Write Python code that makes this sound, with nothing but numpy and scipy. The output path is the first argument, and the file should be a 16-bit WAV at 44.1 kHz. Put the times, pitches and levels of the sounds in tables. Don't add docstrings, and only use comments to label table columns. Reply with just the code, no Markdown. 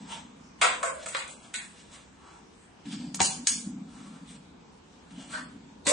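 import sys
import numpy as np
from scipy import signal
from scipy.fft import rfft, irfft, dct
from scipy.io import wavfile
from scipy.ndimage import uniform_filter1d

SR = 44100
rng = np.random.default_rng(int(sys.argv[2]) if len(sys.argv) > 2 else 0)


def gain_from_decibels(decibels):
    exponent = np.asarray(decibels, float) / 20
    return 10 ** exponent


def dump(signal):
    limited = np.clip(np.atleast_2d(signal).T, -1, 1)
    pcm = np.round(limited * 32767).astype(np.int16)
    wavfile.write(sys.argv[1], SR, pcm)


N = 261072
TOP_HZ = 9750


def on_log(table, hz):
    f, v = np.transpose(table)
    return np.interp(np.log(hz), np.log(f), v)


def unit(x):
    return x / np.sqrt(np.mean(x ** 2))


def band(x, lo_hz, hi_hz, order=2):
    sos = signal.butter(order, [lo_hz, min(hi_hz, .45 * SR)], "band", fs=SR, output="sos")
    return signal.sosfilt(sos, x)


def walk(rate_hz):
    hold, levels = int(SR / rate_hz), 1.3 * rng.standard_normal(2048)
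    steps = np.repeat(levels[:N // hold + 1], hold)
    return uniform_filter1d(uniform_filter1d(steps, hold), hold)[:N]


# f/Hz, correlation [-1..1]
LIKENESS = [(40, .93), (150, .96), (400, .1), (1000, .08), (3000, 0), (5000, .05), (8000, .45)]


def pair(size, hz):
    like = np.clip(on_log(LIKENESS, hz), 0, .99)
    mid, side = rng.standard_normal((2, size))
    return np.sqrt((1 + like) / 2) * mid + np.sqrt((1 - like) / 2) * side * np.array([[1], [-1]])


# f/Hz, level/dB per Hz
BACKGROUND = [(25, -23.5), (65, 0), (118, -12), (194, -2), (421, -5.5), (597, -15.5),
              (868, -7.5), (1200, -14), (1300, -15.5), (1840, -18), (4500, -26), (8230, -28), (9800, -39.5),
        (12700, -62)]


def hiss():
    out, swell_db = 0, walk(1.0)
    for hz in 28 * 2 ** np.arange(0, 8.6, 1 / 3):
        db = on_log(BACKGROUND, hz) + swell_db / 2 + 2.2 * walk(12)
        out = out + gain_from_decibels(db) * band(pair(N, hz), hz * 2 ** (-1 / 6), hz * 2 ** (1 / 6))
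    return unit(out) * gain_from_decibels(-56.5)


# t/s, length/s, start level/dB, end level/dB
RUMBLES = [(0., 0.0582, -46, -39.5), (0.079, 0.594, -46.5, -57.5), (0.606, 0.1506, -51.5, -52.5),
           (2.866, 0.0625, -34.5, -39.5), (2.92, 0.4, -33.5, -45), (3.181, 0.068, -41, -40),
           (3.27, 0.1736, -51.5, -37.5), (3.514, 0.213, -42.5, -41.5), (3.671, 0.1605, -35, -36.5),
           (3.839, 0.3428, -44.5, -45), (4.213, 0.346, -45, -55.5), (5.113, 0.215, -42.5, -43),
           (5.332, 0.2474, -45.5, -42.5), (5.6, 0.32, -45.5, -59.5)]


def rumble():
    edge_s, calm_db = 0.021, -60
    centre_hz, hz_per_db = 215.07, 1.0
    t, power = np.arange(N) / SR, gain_from_decibels(calm_db) ** 2
    for s, length_s, from_db, to_db in RUMBLES:
        edges = np.clip(np.minimum(t - s, s + length_s - t) / edge_s + .5, 0, 1)
        power = power + edges * gain_from_decibels(np.interp(t, [s, s + length_s], [from_db, to_db])) ** 2
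    db = 10 * np.log10(power)
    lowpass = signal.butter(4, 63, fs=SR, output="sos")
    murmur = signal.sosfilt(lowpass, rng.standard_normal((4, N)))
    phase = 2 * np.pi * np.cumsum(centre_hz + hz_per_db * (db + 50)) / SR
    mid, side = murmur[:2] * np.cos(phase) + murmur[2:] * np.sin(phase)
    return unit(mid + gain_from_decibels(-43.0) * side * np.array([[1], [-1]])) * gain_from_decibels(db + 1.0 * walk(30) - 5.5)


# f/Hz, t60/s
ROOM_T60 = [(300, 0.63), (1000, 0.49), (3000, 0.4), (6000, 0.36), (11000, 0.48)]


def room(feed):
    t, tail = np.arange(SR * 3 // 4) / SR, 0
    for hz in 177 * 2. ** np.arange(7):
        clumps = gain_from_decibels(4.4 * np.exp(-t / 0.18) * walk(250)[:len(t)])
        octave = band(pair(len(t), hz) * clumps, hz / np.sqrt(2), hz * np.sqrt(2))
        tail = tail + octave * 1000. ** (-t / on_log(ROOM_T60, hz))
    onset = 1 - np.exp(-(t / 0.0013) ** 2)
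    tail = unit(tail * onset) / np.sqrt(len(t))
    return signal.fftconvolve(feed[None], tail, axes=1)[:, :N]


# peak t/s, level/dB, swell/s, fade/s per 20 dB (negative:
# rises on), f/Hz
SINGS = [(.06, -57.5, 0.046, .08, 934), (.125, -44, 0.0234, 0.136, 925), (.132, -46.5, 0.024, 0.068, 2924),
         (.15, -49.5, 0.0273, 0.0759, 3337), (.135, -52.5, 0.017, 0.0065, 6150),
         (.628, -30.5, 0.0071, 0.07, 2345), (.645, -27.5, 0.0123, 0.0967, 1347),
         (.624, -29, 0.0057, 0.07, 1250), (.65, -31, 0.0194, 0.1181, 718), (.69, -34, 0.0187, 0.0953, 1050),
         (.7, -36, 0.0146, .06, 2401), (.87, -39.5, 0.0345, 0.1557, 530), (.85, -38, .015, 0.1655, 1498),
         (.88, -43, 0.0297, 0.08, 2202), (.9, -39, 0.0423, 0.09, 1077), (.905, -44.5, 0.0192, 0.0043, 651),
         (.98, -44.5, 0.0277, 0.19, 620.4), (1.57, -43.5, .012, 0.07, 2144),
         (1.61, -46.5, 0.0194, 0.0841, 1803), (2.65, -69, 0.122, 0.13, 8176),
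         (2.92, -53.5, 0.032, 0.18, 3311), (2.94, -55, 0.0454, 0.37, 4799),
         (3.208, -35, 0.00385, 0.0426, 2092), (3.24, -38, .02, 0.1148, 2903),
         (3.26, -36.5, 0.0204, 0.09, 4310), (4.29, -58, 0.0147, 0.054, 3591),
         (4.32, -56.5, .03, 0.0836, 8300), (5.2, -60, .05, 0.41, 3103), (5.335, -49.5, 0.0248, 0.07, 8386),
         (5.348, -37, 0.014, 0.0774, 1504), (5.39, -45.5, .03, 0.0972, 1797),
         (5.35, -50, 0.022, 0.1244, 4425), (5.872, -36.5, .01, 0.02, 4213), (5.9, -35, .02, 0.54, 4800),
         (5.89, -38, 0.0204, -0.28, 3703), (5.872, -37.5, 0.0076, -0.08, 560),
         (5.875, -37.5, .01, -0.42, 1049), (1.158, -40, 0.00484, 0.06, 1358),
         (1.16, -43, .006, 0.0839, 3887), (1.548, -42.5, 0.00365, 0.0857, 3896)]


def sings():
    lead, size, q = SR // 8, SR // 2, 7
    out, t = np.zeros((2, N + SR)), (np.arange(size) - lead) / SR
    for s, db, swell_s, fade_s, hz in SINGS:
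        grains = pair(size, hz) * gain_from_decibels(1.8 * rng.exponential(size=size))
        tone = unit(band(grains, hz * (1 - .5 / q), hz * (1 + .5 / q)))
        shape_db = np.where(t < 0, -12 * (t / swell_s) ** 2 / 2, -20 * t / fade_s)
        at = int(s * SR)
        out[:, at:at + size] += tone * gain_from_decibels(db + shape_db)
    return out[:, lead:lead + N]


# t/s, level/dB, f/Hz, t60/s
THUDS = [(3.202, -22, 176.1, 0.0666), (3.203, -28.5, 344.8, 0.06036), (3.203, -35.5, 78, 0.12),
         (5.335, -46, 619, 0.25), (3.203, -21, 765, 0.1), (3.203, -22, 930, 0.11),
         (5.866, -29.5, 168, 0.063), (5.866, -31, 283.3, 0.119), (.829, -30, 1100, 0.18),
         (1.147, -35, 540, 0.11), (1.540, -41.5, 1500, 0.19), (1.540, -44, 1850, 0.19),
         (5.338, -39, 1550, 0.3), (5.344, -39, 1500, 0.19), (5.358, -42.5, 1380, 0.12),
         (.845, -41, 520, 0.534), (.118, -46, 912, 0.31), (.618, -28.5, 645, 0.144),
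         (.836, -28.5, 670, 0.14)]


def thuds():
    t, out = np.arange(N) / SR, 0
    for s, db, hz, t60_s in THUDS:
        lag = np.arccos(on_log(LIKENESS, hz)) / 2 * np.array([[1], [-1]])
        shape = np.clip((t - s) * hz, 0, 1) * 1000. ** (-np.abs(t - s) / t60_s)
        out = out + gain_from_decibels(db) * np.sin(2 * np.pi * hz * (t - s) + lag) * shape
    return out


def ring(modes, lo_hz, hi_hz, click_db):
    t, tones = np.arange(SR // 6) / SR, 0
    for hz, db, t60_s in modes:
        tones = tones + gain_from_decibels(db) * np.sin(2 * np.pi * hz * t) * 1000. ** (-t / t60_s) / np.sqrt(t60_s)
    click = gain_from_decibels(click_db) * np.sqrt(len(t) * SR / 2 / (hi_hz - lo_hz)) * (t == 0)
    return unit(band(unit(tones) + click, lo_hz, hi_hz, order=3)) / np.sqrt(len(t))


# f/Hz, level/dB, t60/s
BELLY_MODES = [(1038, -12.5, 0.094), (1147.8, -7.5, 0.085), (1252.4, -4.5, 0.02), (1360.2, 0, 0.027),
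               (1510, -5.5, 0.013), (1637, -8, 0.0064)]


def shell(hollow, wall, crack, crack_hz, click_db):
    return np.array([ring(hollow, 470, 1050, -4), ring(BELLY_MODES, 950, 1800, -3),
                     ring(wall, 1750, 4700, 1), ring(crack, crack_hz, 12000, click_db)])


# peak t/s, level/dB, swell/s, hollow/dB, belly/dB
SLIDES = [(0.017, -57, 0.047, -16.5, -25), (0.128, -38, 0.0593, -4.5, -4.5), (1.0, -49.5, .06, -9, -10.5),
          (1.03, -44.5, 0.019, -3.5, -9.5), (1.295, -47.5, 0.022, -19.5, -25), (1.447, -53, 0.048, -7, -2),
          (1.609, -48, 0.055, -13.5, -5.5), (1.801, -54, 0.28, -9.5, -12.5), (1.938, -45.5, 0.046, -10, -5),
          (2.279, -57.5, 0.09, 0, 6), (2.359, -58, 0.17, -13, 1.5), (2.861, -49, 0.0097, -23.5, -8),
          (2.929, -43, 0.034, -13.5, -8.5), (3.041, -52.5, 0.09, 0.5, -8), (3.968, -55, 0.13, 0, 0),
          (4.072, -54, 0.097, -13.5, 2), (4.16, -57, 0.12, -5.5, 3), (4.3, -50, 0.033, -12.5, -13),
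          (5.126, -58.5, 0.05, -11, -10.5), (5.21, -48, 0.051, -3.5, -8.5), (5.308, -50.5, 0.062, -6.5, -6),
          (5.33, -43.5, 0.022, -23.5, -5), (5.344, -42.5, 0.022, -5.5, 6), (5.37, -59.5, 0.052, 6, 1),
          (5.6, -79.5, 0.14, 5.5, -12)]


def slides():
    swell_db, fade_db_per_s, crack_db = 12, 178, -1.17
    body = shell(SHELF_HOLLOW, SHELF_WALL, FLOOR_CRACK, 4700, 1.9)
    t, power = np.arange(N) / SR, 0
    clicks = unit(rng.standard_normal(N) * gain_from_decibels(1.4 * rng.exponential(size=N))) * gain_from_decibels(1.5 * walk(40))
    for s, db, swell_s, hollow_db, belly_db in SLIDES:
        shape_db = np.where(t < s, swell_db / swell_s, -fade_db_per_s) * (t - s)
        power = power + gain_from_decibels(db + shape_db + np.array([[hollow_db], [belly_db], [0], [crack_db]])) ** 2
    return signal.oaconvolve(clicks * np.sqrt(power), body, axes=1).sum(axis=0)[:N]


def contacts(table, body, gain_db, blow):
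    lead, size = SR // 200, SR // 10
    rise_s = 0.0014
    even_hz = 402.26
    force, t = np.zeros((4, N + SR)), (np.arange(size) - lead) / SR
    for s, db, hollow_db, belly_db, crack_db in table:
        rattle_s = 0.003 * .5 ** ((db + 24.5) / 46)
        shape = np.where(t < 0, .3 * np.exp(t / rise_s), np.exp(-t / rattle_s))
        pops = rng.standard_normal(size) * gain_from_decibels(3.6 * rng.exponential(size=size)) * shape
        pops = pops / np.sqrt(np.sum(pops ** 2)) * np.array([[.15], [.7], [1], [1]])
        pops[:, lead] = np.array([1, .7, blow, blow]) * np.clip((db + 44) / 22, .15, 1)
        lines = rfft(pops, axis=1)
        smooth = uniform_filter1d(np.abs(lines) ** 2, size=int(even_hz * size / SR), axis=1)
        even = irfft(lines / np.sqrt(smooth), size, axis=1)
        family_db = np.array([[hollow_db], [belly_db], [0], [crack_db]])
        at = int(s * SR) - lead
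        force[:, at:at + size] += gain_from_decibels(db + gain_db + family_db) * even
    return signal.oaconvolve(force[:, :N], body, axes=1).sum(axis=0)[:N]


# f/Hz, level/dB, t60/s
SHELF_HOLLOW = [(764, -1, .06), (860, -6, .03), (942, 0, .06)]
SHELF_WALL = [(2038, -1.5, 0.0084), (2417, -4, 0.013), (2963, -2.5, 0.0077), (3560.5, 2.5, 0.0051),
              (4185, -1, 0.0034)]
SHELF_CRACK = [(5290, -5.5, 0.0032), (6700, -7, 0.028), (6990, -2, 0.004), (7328, -2, 0.011),
               (8068, -0.5, 0.0082), (9184, 1, 0.0054)]
# t/s, wall level/dB, hollow/dB, belly/dB, crack/dB
TAPS = [(2.8555, -45, -13, -19, -16.5), (3.1445, -33.5, -8, -9.5, 8.5), (3.191, -50.5, -14, 17, 0),
        (3.196, -34, -16, 4.5, 0), (3.2035, -15.5, -10, -12, -3), (3.2152, -25.5, -10, -10.5, 11.5),
        (3.2255, -35.5, -0.5, -8, 15.5), (3.231, -33.5, -13, -11.5, 8.5), (3.2465, -37.5, 0.5, -2.5, 19.5),
        (3.2575, -38, -4, -19, 17), (3.272, -40, -6.5, -7, 14.5), (3.4685, -42, -29, -11, 4),
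        (3.471, -20.5, -28.5, -16, 10), (3.4765, -33, -32.5, -8.5, 9), (3.4875, -31, -21.5, -17, 7.5),
        (3.4918, -30, -22.5, -15.5, 11.5), (3.509, -39, -16.5, -18.5, 13.5), (5.108, -50, -11, -8.5, -6.5)]


def taps():
    return contacts(TAPS, shell(SHELF_HOLLOW, SHELF_WALL, SHELF_CRACK, 4700, -2.0), 14.8, 0.6)


# f/Hz, level/dB, t60/s
FLOOR_HOLLOW = [(522, -4, .1), (590, -6, .05), (655, -2, .08), (775, -5, .04), (950, -4, .05)]
FLOOR_WALL = [(2002, -3.5, 0.012), (2235.4, -1, 0.015), (2510, -0.5, 0.012), (2809.5, -1, 0.01),
              (3562, -2, 0.0036), (4094, -7.5, 0.01)]
FLOOR_CRACK = [(6329, -2, 0.0091), (7207, -3.5, 0.023), (7973, 0.5, 0.022), (8247, 11, 0.0031),
               (9273, 7, 0.007)]
# t/s, wall level/dB, hollow/dB, belly/dB, crack/dB
BOUNCES = [(0.6148, -14.5, -12, -1, -3.5), (0.6175, -14, -16.5, -4, -12), (0.6223, -18.5, -10, -2.5, -6),
           (0.626, -15, -12.5, -3, -10), (0.638, -21, -9.5, -0.5, -2.5), (0.652, -17.5, -9.5, -4.5, -5.5),
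           (0.8292, -27, -6.5, 2, 1.5), (0.834, -29, -3, 1, 4), (1.0597, -32.5, -6.5, -4, 2),
           (1.064, -34, -4, -4, 5.5), (1.085, -42, -5, -9, 10), (1.1482, -19, -20, -7, -13.5),
           (1.162, -30.5, -27, 1.5, -23), (1.168, -31.5, -10, -5, 2), (1.278, -50, 7.5, -7, 16.5),
           (1.5405, -25.5, -27.5, -15.5, 1.5), (1.549, -32.5, -30.5, -18, -10), (1.917, -61.5, 1, 2, 11),
           (5.853, -50.5, 9.5, -16, 13.5), (5.858, -40, 10, -12.5, 2), (5.863, -41.5, -6.5, -8.5, 4),
           (5.8675, -18.5, -11, -10, 0), (5.872, -20, -16.5, -13, 4), (5.8795, -22.5, -24.5, -21.5, 4),
           (5.889, -29.5, -21, -12, 12), (5.895, -24, -9, -19, 5.5)]


def bounces():
    hits = contacts(BOUNCES, shell(FLOOR_HOLLOW, FLOOR_WALL, FLOOR_CRACK, 6200, -1.5), 15.54, 0.45)
    first_fall = hits * (np.arange(N) / SR < 5)
    return hits - 0.55 * signal.lfilter(*signal.iirpeak(5691, 3.9, fs=SR), first_fall)


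def scene():
    low, high, rub, knock = bounces(), taps(), slides(), thuds()
    seen = signal.sosfilt(signal.butter(1, 853.5, "high", fs=SR, output="sos"), low)
    direct = gain_from_decibels(-3.5) * seen + gain_from_decibels(-1.0) * high + gain_from_decibels(-9.0) * rub + gain_from_decibels(2) * knock
    t, landings_s = np.arange(N) / SR, [0, .826, 1.144, 1.535, 5.8, 6]
    floor = sum(room(low * ((t >= a) & (t < b))) for a, b in zip(landings_s, landings_s[1:]))
    shelf = room(high + gain_from_decibels(-12.0) * rub + gain_from_decibels(-3.5) * knock.mean(axis=0))
    return direct + gain_from_decibels(1.5) * floor + gain_from_decibels(1.5) * shelf + rumble() + hiss() + sings()


# f/Hz, step re neighbourhood/dB, least step/dB
ROUNDING = [(300, -26, -95), (900, -15, -90), (1650, -5, -82), (1900, -1, -80), (2200, 0, -78),
            (4000, 5, -72), (8600, 3, -66), (9600, 2.5, -60)]
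# t/s, length/s, top f/Hz
NARROW_TOP = [(0, .07, 9000), (.17, .05, 9000), (.22, .15, 8250), (.51, .05, 9000), (.68, .12, 8900),
              (2.04, .09, 8700), (2.22, .08, 9100), (2.4, .06, 9000), (2.93, .19, 9000), (3.17, .05, 8700),
              (3.4, .03, 9000), (3.71, .14, 8200), (3.85, .04, 9000), (4.52, .07, 9000), (4.59, .13, 8400),
              (4.79, .05, 8600), (4.97, .05, 9000), (5.24, .03, 9000), (5.46, .05, 9200), (5.58, .09, 8250),
              (5.67, .13, 9000)]
# t/s, length/s, low f/Hz, high f/Hz
EMPTY_DIP = [(1.3, .2, 1750, 2050), (2.93, .15, 1850, 2050), (3.3, .09, 1700, 2050),
             (3.54, .12, 1700, 1950), (.16, .04, 3900, 4200), (.22, .06, 5150, 5550),
             (.85, .05, 4000, 4400), (.89, .13, 5500, 6100), (1.17, .08, 5700, 6200),
             (4.35, .05, 6100, 6800), (5.39, .09, 5700, 6200), (5.45, .05, 6200, 7200),
             (5.39, .1, 3650, 3900), (1.36, .07, 3450, 3850), (1.55, .12, 8450, 9000),
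             (1.59, .08, 4800, 5150), (3.38, .03, 3300, 3800)]


def thin(x):
    hop = 1024
    half, count = hop // 2, N // hop + 2
    window = np.sin(np.pi * (np.arange(2 * hop) + .5) / (2 * hop))
    turn = np.array([[1, 1], [1, -0.952]]) / np.sqrt(2)
    padded = np.pad(turn @ x, ((0, 0), (hop, (count + 1) * hop - N)))
    frames = padded[:, np.arange(count)[:, None] * hop + np.arange(2 * hop)] * window
    a, b, c, d = np.split(frames, 4, axis=2)
    folded = np.concatenate([-c[..., ::-1] - d, a - b[..., ::-1]], axis=2)
    lines = dct(folded, type=4, norm="ortho", axis=2)
    bands = lines.reshape(2, count, -1, 8)
    hz = (np.arange(bands.shape[2]) + .5) * 8 * SR / 2 / hop

    slope = np.diff(frames[0] / window).reshape(count, -1)[:, :2040]
    bright = np.mean(slope.reshape(count, 8, -1) ** 2, axis=2)
    attack = np.max(bright[:, 1:] / bright[:, :-1], axis=1) > 6

    around = uniform_filter1d(np.mean(bands[0] ** 2, axis=2), size=7, axis=1)
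    around = uniform_filter1d(around, size=2, axis=0)
    chance = uniform_filter1d(rng.standard_normal((count, len(hz))), size=4, axis=0)
    chance = uniform_filter1d(chance, size=2, axis=1)
    spent = np.convolve(attack, [0, 1, 1, 1, 1, 1])[:count, None] > 0
    coarser_db = 12.5 * chance + np.where(attack[:, None], -19, 2.5 * spent)
    rule = np.array(ROUNDING)
    masked_step = np.sqrt(np.abs(around)) * gain_from_decibels(on_log(rule[:, :2], hz))
    step = np.maximum(masked_step, gain_from_decibels(on_log(rule[:, ::2], hz)))
    step = (step * gain_from_decibels(coarser_db))[..., None]
    rounded = np.sign(bands) * np.floor(np.abs(bands) / step + 0.5296) * step

    start_s = np.arange(count)[:, None] * hop / SR
    for s, length_s, top_hz in NARROW_TOP:
        keep = (start_s < s) | (start_s > s + length_s) | (hz < top_hz)
        rounded = rounded * keep[..., None]
    for s, length_s, lo_hz, hi_hz in EMPTY_DIP:
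        keep = (start_s < s) | (start_s > s + length_s) | (hz < lo_hz) | (hz > hi_hz)
        rounded = rounded * keep[..., None]

    folded = dct(rounded.reshape(lines.shape), type=4, norm="ortho", axis=2)
    p, q = folded[..., :half], folded[..., half:]
    frames = np.concatenate([q, -q[..., ::-1], -p[..., ::-1], -p], axis=2) * window
    joined = frames[:, 1:, :hop] + frames[:, :-1, hop:]
    return turn @ joined.reshape(2, -1)[:, :N]


# t/s, length/s, level/dB, top f/Hz
OPEN_TOP = [
    (3.151, 0.014, -55, 15060),
    (3.481, .055, -54, 11400),
    (5.912, .02, -62, 19150),
]


def open_top():
    t, out = np.arange(N) / SR, 0
    for s, length_s, db, hz in OPEN_TOP:
        edges = np.clip(np.minimum(t - s, s + length_s - t) / .003, 0, 1) ** 2
        out = out + gain_from_decibels(db) * unit(band(pair(N, hz), TOP_HZ, hz, order=6)) * edges
    return out


def low_pass(x):
    return signal.sosfilt(signal.butter(12, 19500, fs=SR, output="sos"), x)


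def record(dry):
    port = dry - 0.26 * signal.lfilter(*signal.iirpeak(1900, 6.5, fs=SR), dry)
    rounded = np.tanh(1.867 * port) / 1.4434
    cut = signal.sosfilt(signal.ellip(8, .2, 45, TOP_HZ, fs=SR, output="sos"), rounded)
    return low_pass(thin(cut) + open_top())


dry = scene()
out = record(dry)
dump(out)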